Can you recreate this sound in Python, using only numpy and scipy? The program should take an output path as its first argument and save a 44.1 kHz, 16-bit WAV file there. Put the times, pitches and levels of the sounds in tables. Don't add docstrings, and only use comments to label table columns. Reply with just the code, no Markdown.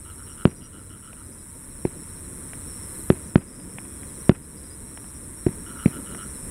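import sys
import numpy as np
from scipy import signal
from scipy.fft import rfft, irfft
from scipy.io import wavfile
from scipy.ndimage import uniform_filter1d, map_coordinates

SR = 44100
rng = np.random.default_rng(int(sys.argv[2]) if len(sys.argv) > 2 else 0)


def inscribe(sig):
    pcm = np.round(np.clip(np.atleast_2d(sig).T, -1, 1) * 32767)
    wavfile.write(sys.argv[1], SR, pcm.astype(np.int16))


def linear_from_db(decibels):
    return 10 ** (np.asarray(decibels, float) / 20)


N = 286650
TIME = np.arange(N) / SR

# start in seconds, strength in dB, blast length, rise time and
# ground bounce delay in milliseconds.
BURSTS = [
    (0.4538, 10.5, 4.7, 0.98, 1.36),
    (3.1022, 9, 4.9, 0.72, 1.72),
    (3.3574, 10, 6, 0.95, 0.96),
    (4.2944, 9, 21, 0.47, 0.76),
]
# start in seconds, strength in dB, length, rise and bounce in milliseconds.
THUMPS = [
    (1.8516, -1, 11, 0.67, 2.25),
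    (5.465, 6, 21, 1.33, 2.87),
]
# start in seconds, strength in dB, length, rise and
# bounce in milliseconds.
BOOM = [
    (5.8585, 8, 7.2, 1.19, 2.77),
]


def rms_one(x):
    return x / np.sqrt(np.mean(x ** 2) + 1e-20)


def in_time(rows):
    s, *columns = np.transpose(rows)
    return [np.interp(TIME, s, c) for c in columns]


def drift(rate):
    steps = rng.standard_normal(int(N / SR * rate * 2) + 3)
    return rms_one(map_coordinates(steps, [np.linspace(0, len(steps) - 1, N)], order=3))


def resonate(x, hz, width_hz):
    r = np.exp(-np.pi * width_hz / SR)
    poles = [1, -2 * r * np.cos(2 * np.pi * hz / SR), r * r]
    return signal.lfilter([(1 - r * r) / 2, 0, (r * r - 1) / 2], poles, x + 1e-18)


def resonate_twice(x, hz, width_hz):
    return resonate(resonate(x, hz, width_hz), hz, width_hz)


def filtered(x, order, hz, kind="low"):
    return signal.sosfilt(signal.butter(order, hz, kind, fs=SR, output="sos"), x)


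def coloured(x, spectrum):
    hz, db = np.transpose(spectrum)
    bins = np.maximum(np.arange(N // 2 + 1) * SR / N, 1)
    return rms_one(irfft(rfft(x) * linear_from_db(np.interp(np.log(bins), np.log(hz), db, -90, -90)), N))


def add(out, s, piece):
    i = max(round(s * SR), 0)
    out[i:i + len(piece)] += piece[:N - i]


def gain_control():
    # time in seconds, gain in dB as the level of the katydid chorus.
    gain = [(0.0, -45.5), (0.02, -45), (0.42, -43), (0.5, -48.5), (2.97, -38.5), (3.33, -43.5), (3.4, -48),
            (3.71, -43.5), (4.29, -40), (4.31, -49), (4.63, -44), (6.45, -39), (6.5, -38)]
    return in_time(gain)[0]


def drone(gain_db):
    # frequency in Hz, level in dB per Hz.
    spectrum = [(18, -36), (25, -1), (45, -6), (70, 0.5), (92, -1), (125, -6), (170, -40)]
    level_db = -45.5 + 0.58 * (gain_db - gain_db.mean())
    return linear_from_db(level_db) * coloured(rng.standard_normal(N), spectrum)


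def afterroll():
    rise_s, fade_s = 0.046, 0.29
    power = np.zeros(N)
    for s, db, *_ in BURSTS + THUMPS + BOOM:
        u = np.maximum(TIME - s, 0)
        power += linear_from_db(db) * (1 - np.exp(-u / rise_s)) * np.exp(-u / fade_s)
    return power


def rumble(roll):
    # frequency in Hz, level in dB per Hz.
    spectrum = [(95, -43), (135, 0.5), (250, -0.5), (320, -3), (400, -8), (560, -13), (760, -24),
                (1000, -97)]
    lumps_db = 1.3 * drift(14)
    level = np.sqrt(linear_from_db(-5.5) ** 2 + linear_from_db(-3.5) ** 2 * roll)
    return level * linear_from_db(lumps_db) * coloured(rng.standard_normal(N), spectrum)


def crackle(roll):
    # frequency in Hz, level in dB per Hz.
    night = [(700, -10), (950, 2.5), (1300, 2.5), (2000, -1), (2900, -11), (4000, -10.5), (4400, -18),
             (4600, -23), (4800, -25.5), (5050, -12.5), (6300, -14.5), (7200, -4)]
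    level = np.sqrt(linear_from_db(-13) ** 2 + linear_from_db(-19) ** 2 * roll)
    return level * linear_from_db(0.24 * drift(40)) * coloured(rng.standard_normal(N), night)


def machines(gain_db):
    generator = rms_one(resonate_twice(rng.standard_normal(N), 932, 47))
    motor = rms_one(resonate_twice(rng.standard_normal(N), 95.4, 12))
    fading = 1 / (1 + (TIME / 1.3) ** 6)
    return linear_from_db(gain_db - 23.5) * generator + linear_from_db(-50) * fading * motor


def far_crickets():
    out = np.zeros(N)
    for hz, db in [(5320, -2), (5550, 0), (5750, -8), (5970, -11)]:
        throb = np.clip(.5 + np.sin(2 * np.pi * (14.5 * TIME + 0.5 * drift(1.5))), .3, 1)
        band = rms_one(resonate_twice(rng.standard_normal(N), hz, 150))
        out += linear_from_db(db + 1.0 * drift(1.2)) * throb * band
    return linear_from_db(-21) * out


def katydids():
    # frequency in Hz, wing radiation in dB.
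    wings = [(3710, -77), (6300, -36), (6960, -25.5), (8030, -7), (8940, -4), (9920, -5), (13600, -27),
             (15000, -20.5), (15800, -25)]
    strokes_hz = 138.6
    turn = strokes_hz * TIME + 0.062 * drift(25)
    swing = np.cos(2 * np.pi * turn)
    stroke = np.exp(2.2 * (swing - 1)) + .25 * np.exp(4.0 * (-swing - 1))
    sweep_hz = 9200 - 1500 * np.sin(4 * np.pi * turn) + 800 * np.tanh(drift(90))
    scrape = np.sqrt(2) * np.sin(2 * np.pi * np.cumsum(sweep_hz) / SR) + .55 * rng.standard_normal(N)
    near = rms_one(stroke * linear_from_db(0.23 * drift(63)) * scrape)
    power = uniform_filter1d(np.abs(rfft(near)) ** 2, size=2000)
    near = rms_one(irfft(rfft(near) / np.sqrt(power), N))
    near = filtered(near, 3, 11300)
    return coloured(near + 0.84 * rng.standard_normal(N), wings)


def note(length, hz, glide_hz, edge, arch_hz=0):
    along = np.linspace(-.5, .5, round(length * SR))
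    pitch_hz = hz + glide_hz * along + arch_hz * (1 / 3 - 4 * along ** 2)
    phase = 2 * np.pi * np.cumsum(pitch_hz) / SR
    return np.sqrt(2) * signal.windows.tukey(len(along), edge) * np.sin(phase + rng.uniform(0, 7.3))


def phrase_notes(rows, gap, swell_db):
    notes = []
    for first, last, *voice, db in rows:
        count = round((last - first) / gap) + 1
        for k, s in enumerate(np.linspace(first, last, count)):
            level_db = db - swell_db * (count - 1 - k) + 1.2 * rng.standard_normal()
            notes.append((s, *voice, level_db))
    return notes


def crickets(gain_db):
    # first note and last note in seconds, pitch in Hz, level in dB.
    trills = [(.0, .062, 5570, -60), (.183, .324, 5544, -52.5), (.81, .81, 5570, -69),
              (.855, 1.043, 5535, -62), (1.409, 1.559, 5600, -62), (1.641, 1.773, 5550, -64),
              (1.846, 2.175, 5545, -56.5), (2.215, 2.41, 5600, -60), (2.504, 2.504, 5512, -51),
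              (2.696, 2.824, 5540, -47), (2.998, 2.998, 5540, -66), (3.225, 3.295, 5540, -57),
              (3.497, 3.639, 5535, -59), (3.737, 3.881, 5565, -59), (4.013, 4.013, 5523, -67),
              (4.193, 4.265, 5582, -50.5), (4.34, 4.34, 5598, -64), (4.52, 4.652, 5558, -55.5),
              (4.812, 4.961, 5545, -54.5), (5.071, 5.071, 5534, -86), (5.303, 5.303, 5598, -76),
              (5.393, 5.677, 5545, -50), (5.822, 5.969, 5540, -69), (6.162, 6.3, 5540, -50),
              (6.407, 6.475, 5525, -95)]
    # first note and last note in seconds, pitch in Hz, level in dB.
    low_trills = [(.032, .122, 5290, -64), (.326, .399, 5340, -57), (.788, .915, 5220, -64),
                  (1.729, 1.836, 5440, -62), (2.018, 2.178, 5320, -55), (2.721, 2.911, 5310, -51.5),
                  (2.993, 2.993, 5361, -56), (3.322, 3.322, 5297, -56), (3.51, 3.804, 5335, -53),
                  (4.156, 4.156, 5275, -68), (4.435, 4.577, 5300, -89), (4.976, 5.101, 5310, -60),
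                  (5.171, 5.241, 5318, -57), (5.369, 5.369, 5400, -70), (5.82, 5.956, 5300, -57),
                  (6.371, 6.443, 5345, -48.5)]
    # first and last note in seconds, pitch in Hz, last level in dB.
    chirrups = [(.322, .322, 5673, -50), (.511, .659, 5706, -49), (3.076, 3.14, 5706, -60),
                (5.016, 5.163, 5690, -50.5), (5.722, 5.874, 5690, -48), (6.261, 6.261, 5706, -54),
                (.285, .285, 4960, -64), (.514, .649, 5030, -56), (.812, .812, 5010, -64),
                (1.078, 1.078, 5050, -64), (1.26, 1.412, 5090, -55), (3.2, 3.27, 4970, -61),
                (3.415, 3.617, 5030, -53), (4.121, 4.121, 5006, -59), (4.29, 4.44, 5092, -58),
                (4.592, 4.727, 5036, -51), (.594, .659, 5943, -64), (1.205, 1.344, 5955, -59),
                (3.278, 3.278, 5921, -55), (3.475, 3.547, 5948, -60), (4.083, 4.225, 5953, -54),
                (6.17, 6.313, 5940, -53)]
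    # first and last note in seconds, level in dB against the gain.
    slow_trains = [
        (.039, .485, -23),
        (1.791, 2.246, -23.5),
        (4.0, 4.234, -23),
        (4.379, 4.523, -23.5),
        (5.966, 6.346, -22.5),
    ]
    # first and last note in seconds, dB against the gain.
    fast_trains = [(.556, .967, -23), (1.053, 1.293, -25), (1.383, 1.426, -25), (1.526, 1.573, -24),
                   (1.667, 1.711, -25), (2.333, 2.81, -26), (2.898, 3.044, -22.5), (3.142, 3.289, -26),
                   (4.592, 5.108, -25), (5.197, 5.344, -27), (5.434, 5.477, -23), (5.566, 5.608, -27),
                   (5.702, 5.745, -22), (5.838, 5.884, -20.5), (6.439, 6.483, -65)]
    near, falling = np.zeros(N), np.zeros(N)
    steady = phrase_notes(trills + low_trills, .068, 0)
    swelling = phrase_notes(chirrups, .068, 2.2)
    for notes, glide_hz, length in (steady, 40, .052), (swelling, 90, .049):
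        for s, hz, db in notes:
            add(near, s - .027, linear_from_db(db - 8.0) * note(length, hz, glide_hz, 0.26, arch_hz=35))
    for s, db in phrase_notes(slow_trains, .076, 0) + phrase_notes(fast_trains, .047, 0):
        add(falling, s - .022, linear_from_db(db - 1.3) * note(0.056, 4050, -700, 0.7))
    near *= linear_from_db(1.2 * drift(50))
    grass_echo = .25 * np.roll(near, round(.013 * SR))
    return near + grass_echo + falling * linear_from_db(gain_db + 1.0 * drift(60))


def frogs():
    # start in seconds, length in seconds, vocal sac level in dB, overtone level in dB.
    croaks = [(0.039, 0.11, -53.5, -59), (0.172, 0.066, -52, -67), (0.254, 0.11, -57, -59),
              (.367, 0.087, -49.5, -57), (0.6, .1, -62, -61), (0.715, 0.11, -54.5, -61),
              (0.887, .1, -57, -60), (1.016, .11, -53.5, -60.5), (1.157, 0.074, -55.5, -67),
              (5.654, 0.082, -47.5, -54.5), (5.746, 0.071, -45.5, -62), (5.784, .075, -47, -53),
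              (5.915, 0.087, -46, -54.5), (6.044, 0.14, -50.5, -56), (6.171, .085, -45, -53)]
    pulses_hz, pulse_sag = 100, .02
    out = np.zeros(N)
    for s, length, sac_db, top_db in croaks:
        u = TIME[:round(length * SR)]
        rate = (pulses_hz + 4 * rng.standard_normal()) * (1 - pulse_sag * (u / length - 1))
        turn = np.floor(rate * u + rng.random())
        pulses = np.diff(turn, prepend=turn[0]) * linear_from_db(2 * rng.standard_normal(len(u)))
        pulses += .015 * rng.standard_normal(len(u))
        size = 1 + .01 * rng.standard_normal()
        # Hz, dB, share of the croak
        for hz, db, share in (1347, sac_db, 1), (2957, top_db, .8), (3160, top_db - 6.5, .8):
            part = pulses[:round(len(u) * share)]
            ring = rms_one(resonate_twice(part, hz * size, 230))
            add(out, s, linear_from_db(db) * signal.windows.tukey(len(part), .45) * ring)
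    return out + .3 * np.roll(out, round(.031 * SR))


def buzzer():
    # start in seconds, length in seconds, level in dB.
    buzzes = [
        (.03, .22, -60),
        (1.36, 0.43, -58),
        (2.87, 0.29, -49),
        (4.33, .34, -61),
        (5.68, 0.46, -52.5),
    ]
    multiples = [35, 36, 37, 39, 40, 42, 43]
    tones_db = [-3, -2, -6, -7, -10, -15, -17]
    level = np.zeros(N)
    for s, length, db in buzzes:
        add(level, s, linear_from_db(db) * signal.windows.tukey(round(length * SR), .5))
    turn = 2 * np.pi * 307.0 * TIME
    comb = np.zeros(N)
    for k, db in zip(multiples, tones_db):
        comb += linear_from_db(db + 2.2 * drift(6)) * np.sin(k * turn + 1.7 * drift(14))
    return level * comb


def whistle():
    # time in seconds, pitch in Hz, level in dB.
    climb = [(3.84, 3300, -78), (3.9, 3370, -71), (4.18, 3260, -74)]
    hz, db = in_time(climb)
    start, end = climb[0][0], climb[-1][0]
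    sounding = np.interp(TIME, [start - .03, start, end, end + .03], [0, 1, 1, 0])
    tone = np.sin(2 * np.pi * np.cumsum(hz) / SR)
    return np.sqrt(2) * sounding * linear_from_db(db + 2.2 * drift(29)) * tone


def pops():
    # start in seconds, peak in dB, centre in Hz, highest frequency left by the air in Hz.
    stars = [
        (1.13, -34.5, 1850, 3220),
        (2.533, -26, 1430, 3020),
        (3.599, -39, 1360, 3280),
        (3.784, -23.5, 1830, 3080),
        (3.851, -36, 713, 3280),
        (4.032, -31, 1620, 3200),
        (4.974, -29, 1120, 3330),
        (5.042, -35.5, 939, 3220),
        (6.148, -25, 1290, 3240),
    ]
    out, u = np.zeros(N), TIME[:SR // 20]
    for s, db, hz, top_hz in stars:
        click = 0.073 * rng.standard_normal(len(u)) * np.exp(-u / 0.0031)
        click[40] -= 1
        snap = filtered(resonate(click, hz, 820) + 1.3 * resonate(click, 650, 1050), 8, top_hz)
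        add(out, s, linear_from_db(db) * snap / np.abs(snap).max())
    return out


def blast(u, length, rise, front):
    u = np.maximum(u, 0)
    edge = 1 - front * np.exp(-(u / 0.00014) ** 2) - (1 - front) * np.exp(-(u / rise) ** 2)
    return edge * (1 - u / length) * np.exp(-u / length)


def bangs(rows, front, crack_db, tail_db, top_hz):
    # delay in seconds off a far wall, level in dB.
    echoes = [
        (0.0115, -61),
        (0.022, -10),
    ]
    wave, scatter, roll = np.zeros(N), np.zeros(N), np.zeros(N)
    u = TIME[:2 * SR // 5]
    for s, db, length_ms, rise_ms, bounce_ms, share in rows:
        length = length_ms / 1000
        one = blast(u, length, rise_ms / 1000, front)
        one += share * blast(u - bounce_ms / 1000, length, 0.00082, 0)
        for lag, echo_db in echoes:
            one += linear_from_db(echo_db) * blast(u - lag, length, 0.0026, 0)
        add(wave, s, linear_from_db(db) * one)
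        dying = linear_from_db(crack_db) * np.exp(-u / .0017) + linear_from_db(tail_db) * np.exp(-u / .04)
        dying += linear_from_db(crack_db - 20) * np.exp(-((u - .021) / .003) ** 2)
        dying += linear_from_db(crack_db - 30) * np.exp(-((u - .06) / .011) ** 2)
        add(scatter, s, linear_from_db(db - 6.5 * rise_ms) * dying * rng.standard_normal(len(u)))
        add(roll, s + .009, linear_from_db(db - 23) * np.exp(-u / 0.02) * rng.standard_normal(len(u)))
    scatter = filtered(scatter, 4, [500, 2600], "band") + filtered(roll, 2, [110, 380], "band")
    return filtered(wave + scatter, 4, top_hz)


def fireworks():
    sharp = [row + (0.32,) for row in BURSTS]
    dull = [row + (0.46,) for row in THUMPS] + [row + (-0.29,) for row in BOOM]
    return bangs(sharp, 0.35, -17.5, -46.5, 5900) + bangs(dull, 0.05, -15.5, -39, 4500)


def microphone(x):
    w = 2 * np.pi * 190
    cut = signal.lfilter(*signal.bilinear([1, 0, 0], [1, w / 1.4, w * w], SR), x + 1e-18)
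    cut = filtered(cut, 2, 45, "high")
    return cut + 1.2 * resonate(cut, 365, 40)


def scene():
    gain_db = gain_control()
    roll = afterroll()
    steady = linear_from_db(gain_db) * (katydids() + far_crickets() + rumble(roll) + crackle(roll))
    night = drone(gain_db) + machines(gain_db) + steady
    animals = crickets(gain_db) + frogs() + buzzer()
    display = whistle() + pops() + microphone(fireworks())
    return (night + animals + display)[None]


def low_pass(x):
    return signal.sosfilt(signal.butter(12, 15750, fs=SR, output="sos"), x)


def record(dry):
    return low_pass(np.clip(dry, -1, 1))


dry = scene()
out = record(dry)
inscribe(out)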